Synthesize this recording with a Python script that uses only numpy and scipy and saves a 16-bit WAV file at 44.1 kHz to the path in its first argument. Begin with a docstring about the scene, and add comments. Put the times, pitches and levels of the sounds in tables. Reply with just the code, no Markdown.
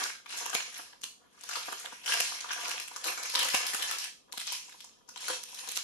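"""Film of a large plastic food bag, rummaged by hands at a table in a bare room; then a small sachet, shaken and pinched.
Creases snap as short two-pitch rings with a treble spit, over a dense crackle of tiny ringing ticks.
Pushes and knocks ring the air pockets of the bag, and bumps push the table top; a steady hush lies below.
The walls answer after about 10 ms as decaying noise; the right side hears everything some 4 ms late."""
import sys
import numpy as np
from scipy import signal
from scipy.fft import rfft, irfft, next_fast_len
from scipy.io import wavfile
from scipy.ndimage import uniform_filter1d

SR = 44100
rng = np.random.default_rng(int(sys.argv[2]) if len(sys.argv) > 2 else 0)


def waveform_to_disk(signal):
    """Save audio, clipped to [-1, 1], as 16-bit WAV at the path in sys.argv[1]."""
    frames = np.transpose(np.atleast_2d(signal))
    scaled = np.clip(frames, -1, 1) * 32767
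    samples = np.round(scaled).astype(np.int16)
    wavfile.write(sys.argv[1], SR, samples)


N = 257499

# Creases that snap. Each row: time in seconds, relative level in dB, pitch in Hz, second pitch in Hz,
# treble spit against the level in dB (before a fixed trim).
CREASE_SNAPS = [(0.036, -23.5, 6000, 4500, -6), (0.1, -34, 1650, 2130, -17), (0.154, -40, 1590, 3980, -23),
                (0.261, -39.5, 2420, 3230, -17), (0.305, -35.5, 2820, 4900, -13),
                (0.326, -35.5, 2940, 1480, -15), (0.374, -34, 6500, 8200, 2),
                (0.386, -31.5, 7060, 8050, -17), (0.459, -28.5, 6400, 2770, -2.5),
                (0.498, -32, 6840, 5810, -5), (0.532, -27.5, 1570, 3100, -8), (0.547, -23, 3240, 6700, -1),
                (0.551, -22.5, 2370, 3900, -15), (0.602, -27.5, 2880, 1740, -19),
                (0.744, -36.5, 6400, 3380, -14), (0.766, -38, 4370, 2070, -14),
                (0.779, -38.5, 11700, 6370, -5), (0.929, -45.5, 1710, 3120, -25),
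                (1.014, -44, 6600, 8250, -3), (1.0363, -34, 3010, 8500, -9), (1.037, -32, 6600, 4200, -4),
                (1.037, -35, 6000, 3820, -24), (1.406, -50, 2800, 1800, -20),
                (1.411, -42.5, 7750, 6800, -15), (1.437, -40.5, 4730, 6360, 1),
                (1.491, -32.5, 6750, 1660, -9), (1.495, -32.5, 1410, 5380, -7),
                (1.512, -29.5, 1480, 4370, -11), (1.534, -29.5, 2710, 5940, -12),
                (1.557, -24.5, 1320, 4570, -13), (1.632, -35, 4010, 3210, -22),
                (1.725, -33, 1700, 3070, -0.5), (1.799, -42.5, 8140, 2390, 4.5),
                (1.856, -30, 3360, 1700, -10), (1.924, -44.5, 1450, 3220, -24),
                (2.062, -26, 3030, 5300, -9), (2.079, -23, 3130, 1640, -18), (2.092, -26, 1620, 3010, -15),
                (2.123, -20.5, 2870, 1630, -11), (2.137, -25.5, 2900, 4830, 0.5),
                (2.203, -18.5, 2700, 6400, -3.5), (2.407, -30.5, 6500, 4640, -18),
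                (2.491, -31, 3300, 1790, -25), (2.507, -29, 1590, 2910, -24),
                (2.516, -29.5, 2800, 5200, -17), (2.53, -32, 2770, 1480, 0), (2.609, -34, 3230, 1620, -5),
                (2.654, -27.5, 2520, 4800, -15), (2.679, -33.5, 6250, 4870, -1),
                (2.693, -30.5, 4350, 6040, -2), (2.711, -28, 2840, 5140, -6), (2.759, -38, 2980, 5140, -18),
                (2.777, -31.5, 2580, 3320, -10), (2.8, -30.5, 2660, 5070, -3),
                (2.879, -35.5, 2740, 8050, -4.5), (2.963, -31.5, 6540, 5500, -8),
                (3.043, -28.5, 4250, 1510, -1), (3.083, -27, 2420, 1460, -24),
                (3.125, -36, 1670, 8500, -14), (3.177, -30, 1460, 6070, -23),
                (3.231, -30.5, 6270, 4600, -1.5), (3.256, -34, 2800, 5620, -3), (3.297, -35, 2580, 5020, 2),
                (3.341, -39, 6160, 3900, 7), (3.353, -16.5, 4000, 4880, -9.5),
                (3.392, -23, 3760, 10000, -3), (3.43, -22, 2900, 6600, -4), (3.447, -32, 4380, 6300, 6),
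                (3.487, -24.5, 2860, 2010, -3), (3.538, -37, 1880, 6600, 4), (3.546, -17, 2680, 5670, -3),
                (3.668, -26, 5000, 11200, -5), (3.735, -27, 1860, 11700, -4), (3.747, -28, 1490, 2520, 3.5),
                (3.825, -24.5, 3100, 4000, -3), (3.913, -28, 1370, 3400, 1), (3.986, -32.5, 6000, 4840, 2),
                (4.043, -30, 8900, 4800, -12), (4.325, -32.5, 4240, 5960, -3),
                (4.377, -30.5, 4160, 3300, -0.5), (4.4, -31, 3400, 8480, -5), (4.412, -32, 4250, 2080, -5),
                (4.471, -30.5, 6300, 7900, -15), (4.477, -30.5, 4460, 3500, -15),
                (4.487, -35.5, 4140, 5240, -19), (4.523, -30, 10300, 3100, 0.5),
                (4.695, -46.5, 2150, 1630, -1), (4.724, -44, 3580, 1720, -9),
                (4.806, -41, 3480, 4320, -2.5), (4.845, -42.5, 6400, 7900, -7),
                (4.891, -52, 4200, 3300, -20), (5.091, -39.5, 6100, 1450, -7.5),
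                (5.161, -37.5, 3260, 5830, -21), (5.174, -35, 4080, 7600, -10),
                (5.206, -41, 4200, 3340, -4), (5.227, -37, 3460, 6440, -18), (5.243, -36, 2220, 6100, -8),
                (5.283, -25, 1480, 4470, -4), (5.3, -35, 1570, 2820, -5), (5.434, -37.5, 5800, 5100, 2),
                (5.546, -39.5, 5900, 4000, 3), (5.59, -34, 4220, 6370, -6), (5.676, -39, 6650, 4200, -5),
                (5.689, -31, 6340, 4220, 1), (5.717, -32.5, 6600, 3370, 3), (5.759, -36, 2880, 6100, 6.5),
                (5.77, -23, 6070, 3480, -5)]
# How hard the hands work the film. Each row: time in seconds, fine crackle in relative dB,
# hollow rumple in relative dB.
HANDLING_LEVELS = [(0.0, -31.5, -39.5), (0.07, -38.5, -54), (0.22, -90, -85), (0.265, -51.5, -66),
                   (0.31, -41, -46), (0.55, -46, -51.5), (0.81, -47, -59), (1.0, -74.5, -69),
                   (1.3, -70, -69), (1.4, -56.5, -63), (1.49, -47.5, -61), (1.53, -41, -49.5),
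                   (1.86, -48.5, -53.5), (2.0, -53, -74.5), (2.1, -29.5, -37.5), (2.4, -45.5, -60),
                   (2.52, -46, -42), (2.6, -38.5, -43), (2.72, -40, -44.5), (2.88, -52, -60.5),
                   (3.03, -45, -51.5), (3.07, -33, -31), (3.14, -43.5, -49), (3.3, -37.5, -46.5),
                   (3.4, -33, -38), (3.92, -38.5, -51), (4.05, -41, -55), (4.14, -82, -95), (4.3, -73, -54),
                   (4.35, -50.5, -81), (4.53, -35.5, -84), (4.6, -51, -67), (5.07, -77, -64.5),
                   (5.2, -43, -53), (5.27, -38, -48.5), (5.31, -31.5, -32), (5.38, -57, -51.5),
                   (5.52, -49, -61), (5.58, -45, -49), (5.84, -40, -79)]
# Colour of the crackle. Each row: frequency in Hz, relative gain in dB.
CRACKLE_COLOUR = [(590, 8.5), (1000, 10), (1260, 6), (1630, 5), (2010, 4), (2970, 5.5), (3520, 6),
                  (6420, 10.5), (7450, 7.5), (11400, 9.5), (12500, -5), (16200, -46), (22000, -120)]
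# Favoured pitches of the film. Each entry: frequency in Hz.
FILM_PITCHES_HZ = (1650, 2200, 2650, 3000, 3350, 3750, 4250, 4950, 5750, 6500, 7400, 8600, 10000, 11500)
# Air pockets and folds of the bag. Each row: frequency in Hz, relative gain in dB, 60 dB decay in seconds.
AIR_POCKETS = [(262, -40, 0.005), (369, 1, 0.019), (500, 3, 0.026), (710, 6, 0.024), (970, 10, 0.018),
               (1156, 12, 0.017), (1400, 13.5, 0.011), (1700, 13, 0.014)]
# Folds that pop and knock on an air pocket. Each row: time in seconds, relative level in dB, pitch in Hz.
FOLD_KNOCKS = [(0.057, -25, 1440), (0.2, -47, 1600), (0.259, -40.5, 1150), (0.459, -33, 970),
               (0.498, -33.5, 1150), (0.534, -29.5, 1260), (0.55, -26, 680), (0.794, -35, 1400),
               (0.932, -48, 970), (1.377, -50, 1300), (1.437, -42.5, 1150), (1.555, -45, 1300),
               (1.684, -27, 1110), (1.725, -25.5, 1220), (1.844, -33.5, 760), (1.924, -37.5, 970),
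               (2.077, -51, 1400), (2.134, -40, 1360), (2.203, -30, 710), (2.319, -31, 1115),
               (2.443, -27.5, 1290), (2.507, -28, 1160), (2.679, -35.5, 710), (2.913, -35.5, 1060),
               (2.961, -30.5, 1190), (3.059, -26.5, 1280), (3.179, -36, 1330), (3.353, -27, 970),
               (3.395, -28, 1310), (3.429, -32, 870), (3.544, -20.5, 806), (3.67, -39, 1280),
               (3.748, -28, 1400), (4.336, -40.5, 970), (4.375, -37.5, 1400), (4.474, -42, 1290),
               (4.522, -38, 1000), (4.684, -50.5, 970), (4.744, -48, 970), (4.843, -50, 970),
               (5.087, -49, 980), (5.161, -40.5, 1040), (5.227, -44, 990), (5.285, -40.5, 500),
               (5.301, -26.5, 1680), (5.32, -45, 500), (5.529, -45.5, 970), (5.636, -41, 970),
               (5.651, -50, 1400), (5.676, -35.5, 840), (5.69, -41, 633), (5.775, -31, 1240)]
# The bag or a wrist bumps the table. 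Each row: time in seconds, level of the exciting click in dB.
TABLE_BUMPS = [(0.549, -22.5), (1.038, -36.5), (1.685, -36), (1.929, -37), (2.203, -29), (3.542, -19),
               (3.742, -26), (4.377, -32), (5.687, -38), (5.835, -38)]
# Decay of the wall echoes. Each row: frequency in Hz, 60 dB decay in seconds.
WALL_DECAY = [(200, 0.2), (700, 0.22), (2000, 0.29), (5000, 0.4), (12000, 0.3)]
# Colour of the quiet room. Each row: frequency in Hz, relative gain in dB.
AIR_COLOUR = [(12, -52), (20, -1), (107, 1.5), (180, 5), (240, 7), (320, 4), (499, 3.5), (802, -4),
              (976, -2), (1290, -0.5), (1440, -16), (2020, -40), (3250, -1), (6360, -40), (11400, -12),
              (16000, -61)]
# Delay of the right side as the hands move. Each row: time in seconds, lag in samples.
RIGHT_LAG_SAMPLES = [(2.85, 188), (3.1, 177), (4.15, 177), (4.3, 182)]

SNAP_LENGTH_MS, SECOND_PITCH_DB = 2.65, -4   # second pitch against the first
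SNAP_RING_CYCLES, CRACK_CYCLES, CRACK_DB = 26, 5, 3   # cycles per 60 dB decay; a sharp crack opens the ring
FLURRY_RISE_S, FLURRY_FALL_S = 0.0033, 0.0045
AFTER_SNAP_DB, AFTER_KNOCK_DB = -9, -10.5   # flurry against its snap or knock
TICK_CYCLES, TICK_SMEAR_S = 18, 0.0007
POP_CYCLES, POP_DB = 3.2, 1   # the fold itself pops as it knocks
SACHET_FROM_S, SACHET_POCKETS_HZ, SACHET_OTHERS_DB = 4.2, (500, 970), -9   # other pockets weaken
TONE_ROOM_DB, SPIT_ROOM_DB, CRACKLE_ROOM_DB, THUD_ROOM_DB = -5, -4, -1.5, -7   # sent to the walls
FIRST_ECHO_S, WALL_SETS = 0.00975, 4
AIR_RMS_DB = -71
CUTOFF_HZ = 16550


def from_db(db):
    """Decibels to amplitude."""
    return 10 ** (np.asarray(db) / 20)


def rms_one(x):
    """Scales to an RMS of 1."""
    return x / np.sqrt(np.mean(x ** 2) + 1e-20)


def in_time(rows):
    """Each column of a timed table, interpolated to every sample."""
    time_s, *columns = np.transpose(rows)
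    return [np.interp(np.arange(N) / SR, time_s, column) for column in columns]


def at_hz(points, hz):
    """Table value at a frequency, interpolated over log frequency."""
    table = np.array(points)
    return np.interp(np.log(hz), np.log(table[:, 0]), table[:, 1])


def drift(rate_hz):
    """Slow chance with a spread of 1: noise through a double one-pole low-pass."""
    r = np.exp(-2 * np.pi * rate_hz / SR)
    noise = rng.standard_normal(N + SR)
    return rms_one(signal.lfilter([1], [1, -2 * r, r * r], noise)[SR:])


def ring(clicks, hz, t60_s):
    """Two-pole resonator: a unit click starts a decaying sine of height 1."""
    r = from_db(-60 / (t60_s * SR))
    w = 2 * np.pi * hz / SR
    return signal.lfilter([0, np.sin(w)], [1, -2 * r * np.cos(w), r * r], clicks + 1e-18)


def coloured(x, spectrum):
    """Gain by frequency from a (Hz, dB) table."""
    size = next_fast_len(N)
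    hz = np.maximum(np.fft.rfftfreq(size, 1 / SR), 1)
    return irfft(rfft(x, size) * from_db(at_hz(spectrum, hz)), size)[..., :N]


def flat(bursts):
    """Evens out the chance colour of short bursts and keeps their shape in time."""
    spectrum = rfft(bursts)
    smooth = uniform_filter1d(np.abs(spectrum) + 1e-9, size=5)
    return irfft(spectrum / smooth, bursts.shape[-1])


def grains(median_per_s, spread_db, clump_db):
    """Random clicks of very uneven size that come in clumps."""
    born = rng.random(N) < median_per_s * from_db(clump_db * drift(40)) / SR
    sizes_db = spread_db * np.minimum(rng.exponential(1, N), 3.2)
    return born * rng.choice([-1, 1], N) * from_db(sizes_db)


def with_flurries(level_db, events, step_db):
    """Adds the power of a short swell around every event to that of the steady work; returns dB."""
    t = np.arange(N) / SR
    power = from_db(level_db) ** 2
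    for time_s, event_db, _ in events:
        near = slice(max(round((time_s - .1) * SR), 0), round((time_s + .2) * SR))
        late_s = t[near] - time_s
        swell = np.exp(np.where(late_s < 0, late_s / FLURRY_RISE_S, -late_s / FLURRY_FALL_S))
        power[near] += from_db(event_db + step_db) ** 2 * swell
    return 10 * np.log10(power)


def both_sides(clicks, alike, smear_s):
    """Each side hears the click plus a short scatter of its own off hands and table."""
    t = np.arange(300) / SR
    scatter = flat(rng.standard_normal((2, 300)) * np.exp(-t / smear_s))
    scatter = rms_one(scatter) / np.sqrt(300)
    own = signal.oaconvolve(clicks[None], scatter, axes=1)[:, :N]
    heard = np.sqrt(alike) * clicks + np.sqrt(1 - alike) * own
    return heard * np.std(clicks) / np.std(heard, axis=1, keepdims=True)


def snaps(fall_share=0.38, rise_share=0.12, sway_db=1.5):
    """A crease flips: a brief push rings two pitches, and a spit of treble noise dies within milliseconds."""
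    size = 900
    t = (np.arange(size) - 150) / SR
    out = np.zeros((2, 2, N + size))   # tones or spits, side, sample
    noises = rng.standard_normal((len(CREASE_SNAPS), 3, 3, size))
    sways = rng.standard_normal(len(CREASE_SNAPS)) * sway_db   # each crease faces a little left or right
    bright = signal.butter(2, [5500, 13000], "band", fs=SR, output="sos")
    shape = np.exp(np.where(t < 0, t / rise_share, -t / fall_share) * 1000 / SNAP_LENGTH_MS)
    click = np.array([8, 8, 2])[:, None, None] * (t == 0)
    for (time_s, level_db, hz, second_hz, spit_db), noise, sway in zip(CREASE_SNAPS, noises, sways):
        shared, own = noise[:, :1], noise[:, 1:]
        push = flat((0.67 * shared + own + click) * shape)
        parts = []
        for p, f in zip(push, (hz, second_hz)):
            crack = from_db(CRACK_DB) * ring(p, f, CRACK_CYCLES / f)
            parts.append(ring(p, f, SNAP_RING_CYCLES / f) + crack)
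        parts = np.stack([*parts, signal.sosfilt(bright, push[2])])
        # energy follows level and length
        parts *= np.sqrt(np.sum(shape ** 2) / np.sum(parts ** 2, 2, keepdims=True))
        side_db = sway * np.array([[1], [-1]])
        part_db = np.array([0, SECOND_PITCH_DB, spit_db + 1.5])[:, None, None]
        parts *= from_db(level_db + side_db + part_db)
        at = round(time_s * SR) - 170
        out[..., at:at + size] += [parts[0] + parts[1], parts[2]]
    return out[..., :N]


def crackle(level_db, reach_db_per_octave=16.0):
    """Tiny creases tick at the film's pitches; the flurry round a snap keeps near that snap's pitches."""
    clicks = grains(median_per_s=1700, spread_db=3.5, clump_db=4.5)
    dealt = rng.integers(0, len(FILM_PITCHES_HZ), N)
    steady, out = 0, 0
    sachet_db = SACHET_OTHERS_DB * (np.arange(N) > SACHET_FROM_S * SR)   # weaker low pitches
    for k, hz in enumerate(FILM_PITCHES_HZ):
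        near = []
        for time_s, snap_db, first_hz, second_hz, _ in CREASE_SNAPS:
            octaves = min(abs(np.log2(hz / first_hz)), abs(np.log2(hz / second_hz)))
            near.append((time_s, snap_db + 4.5 - reach_db_per_octave * octaves, first_hz))
        gain_db = 2.5 * drift(8) + sachet_db * (hz < 2400)
        ticks = ring(clicks * (dealt == k) * from_db(gain_db), hz, TICK_CYCLES / hz)
        ticks = both_sides(ticks, alike=0.3, smear_s=TICK_SMEAR_S)
        steady = steady + ticks
        out = out + ticks * from_db(with_flurries(level_db, near, AFTER_SNAP_DB) - 4.5)
    steady_rms = np.sqrt(np.mean(coloured(steady, CRACKLE_COLOUR) ** 2))
    return coloured(out, CRACKLE_COLOUR) / steady_rms


def hollows(rumple_db, reach_db_per_octave=32):
    """Each soft finger push rings one air pocket; a knock pops and rings mostly pockets near its pitch."""
    knock_s, knock_db, knock_hz = np.array(FOLD_KNOCKS).T
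    at = np.round(knock_s * SR).astype(int)
    out = np.zeros(N)
    chance_db = rng.normal(0, 1.46, (len(at), len(AIR_POCKETS)))
    pushes = rms_one(grains(median_per_s=900, spread_db=4.0, clump_db=8.5)) * from_db(rumple_db - 27.5)
    dealt = rng.integers(0, len(AIR_POCKETS), N)
    for k, (hz, gain_db, t60_s) in enumerate(AIR_POCKETS):
        octaves = np.min(np.abs(np.log2(hz / np.array(SACHET_POCKETS_HZ))))
        sachet_db = SACHET_OTHERS_DB * (octaves > .1) * (np.arange(N) > SACHET_FROM_S * SR)
        clicks = from_db(gain_db + sachet_db) * pushes * (dealt == k)
        far_db = reach_db_per_octave * np.abs(np.log2(hz / knock_hz))
        clicks[at] += from_db(knock_db - far_db + chance_db[:, k]) * (-1) ** k
        out += ring(clicks, hz, t60_s)
    for i, (_, level_db, hz) in zip(at, FOLD_KNOCKS):
        out[i:i + 600] += from_db(level_db + POP_DB) * ring(np.arange(600) == 0, hz, POP_CYCLES / hz)
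    return both_sides(out, alike=.85, smear_s=.0006)


def bumps(hz=420, t60_s=0.004):
    """A soft contact gives the table top one short, deep push: a damped ring, band-passed."""
    clicks = np.zeros(N)
    clicks[[round(s * SR) for s, db in TABLE_BUMPS]] = from_db([db for s, db in TABLE_BUMPS])
    soft = signal.butter(1, [140, 1500], "band", fs=SR, output="sos")
    return both_sides(signal.sosfilt(soft, ring(clicks, hz, t60_s)), alike=0.9, smear_s=0.0006)


def walls():
    """Dense echoes, other ones on each side, dying band by band; unit energy on average."""
    t = np.arange(round(.6 * SR)) / SR
    edges_hz = 60 * 2 ** np.arange(0, 8.5)
    late_s = np.maximum(t - FIRST_ECHO_S, 0)
    tail = 0
    for low, high in zip(edges_hz, edges_hz[1:]):
        octave = signal.butter(2, [low, high], "band", fs=SR, output="sos")
        band = signal.sosfilt(octave, rng.standard_normal((2, len(t))))
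        tail = tail + band * from_db(-60 * late_s / at_hz(WALL_DECAY, np.sqrt(low * high)))
    # table and body scatter a little before the walls answer
    tail = tail * (0.34 + 0.56 * (1 - np.exp(-late_s / 0.000067)))
    return rms_one(tail) / np.sqrt(len(t))


def room(sent, turns_per_s=7.0):
    """The echoes crossfade steadily through several wall sets, so the reverberation keeps an even colour."""
    lead = SR // 4
    sent = np.concatenate([sent[lead:0:-1], sent])   # mirrored start: rustle is under way before 0 s
    place = turns_per_s * np.arange(len(sent)) / SR % WALL_SETS
    out = 0
    for k in range(WALL_SETS):
        apart = np.abs((place - k + WALL_SETS / 2) % WALL_SETS - WALL_SETS / 2)
        share = np.cos(np.pi / 2 * np.minimum(apart, 1))
        out = out + signal.oaconvolve((share * sent)[None], walls(), axes=1)[:, lead:lead + N]
    return out


def air():
    """Steady hush of the room: coloured noise, partly shared by both sides."""
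    noise = rng.standard_normal((3, N))
    return from_db(AIR_RMS_DB) * rms_one(coloured(noise[0] + 1.36 * noise[1:], AIR_COLOUR))


def scene():
    """Sums the film, its wall echoes, the table and the air."""
    crackle_db, rumple_db = in_time(HANDLING_LEVELS)
    rumple_db = with_flurries(rumple_db, FOLD_KNOCKS, AFTER_KNOCK_DB)
    # keeps the snaps and crackle bright, without low rumble
    no_rumble = signal.butter(2, 900, "high", fs=SR, output="sos")
    tones, spits = signal.sosfilt(no_rumble, snaps())
    fine = signal.sosfilt(no_rumble, crackle(crackle_db))
    thin = signal.butter(4, 280, "high", fs=SR, output="sos")   # light film radiates little bass
    dull = signal.sosfilt(thin, hollows(rumple_db))
    sent = from_db(TONE_ROOM_DB) * tones[0] + from_db(SPIT_ROOM_DB) * spits[0]
    sent = sent + from_db(CRACKLE_ROOM_DB) * fine[0] + from_db(THUD_ROOM_DB) * dull[0]
    return tones + spits + fine + dull + room(sent) + bumps() + air()


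def record(dry):
    """The right side comes late; the treble is softer above about 12 kHz and ends near 16.5 kHz."""
    lag = np.round(in_time(RIGHT_LAG_SAMPLES)[0]).astype(int)
    source = np.abs(np.arange(N) - lag)   # mirrored before 0 s
    late = np.stack([dry[0], dry[1, source]])
    softer = coloured(late, [(12100, 2.0), (12900, -10.0), (15000, -3.0)])   # (Hz, dB)
    return signal.sosfilt(signal.cheby2(12, 70, CUTOFF_HZ, fs=SR, output="sos"), softer)


dry = scene()
out = record(dry)
waveform_to_disk(out)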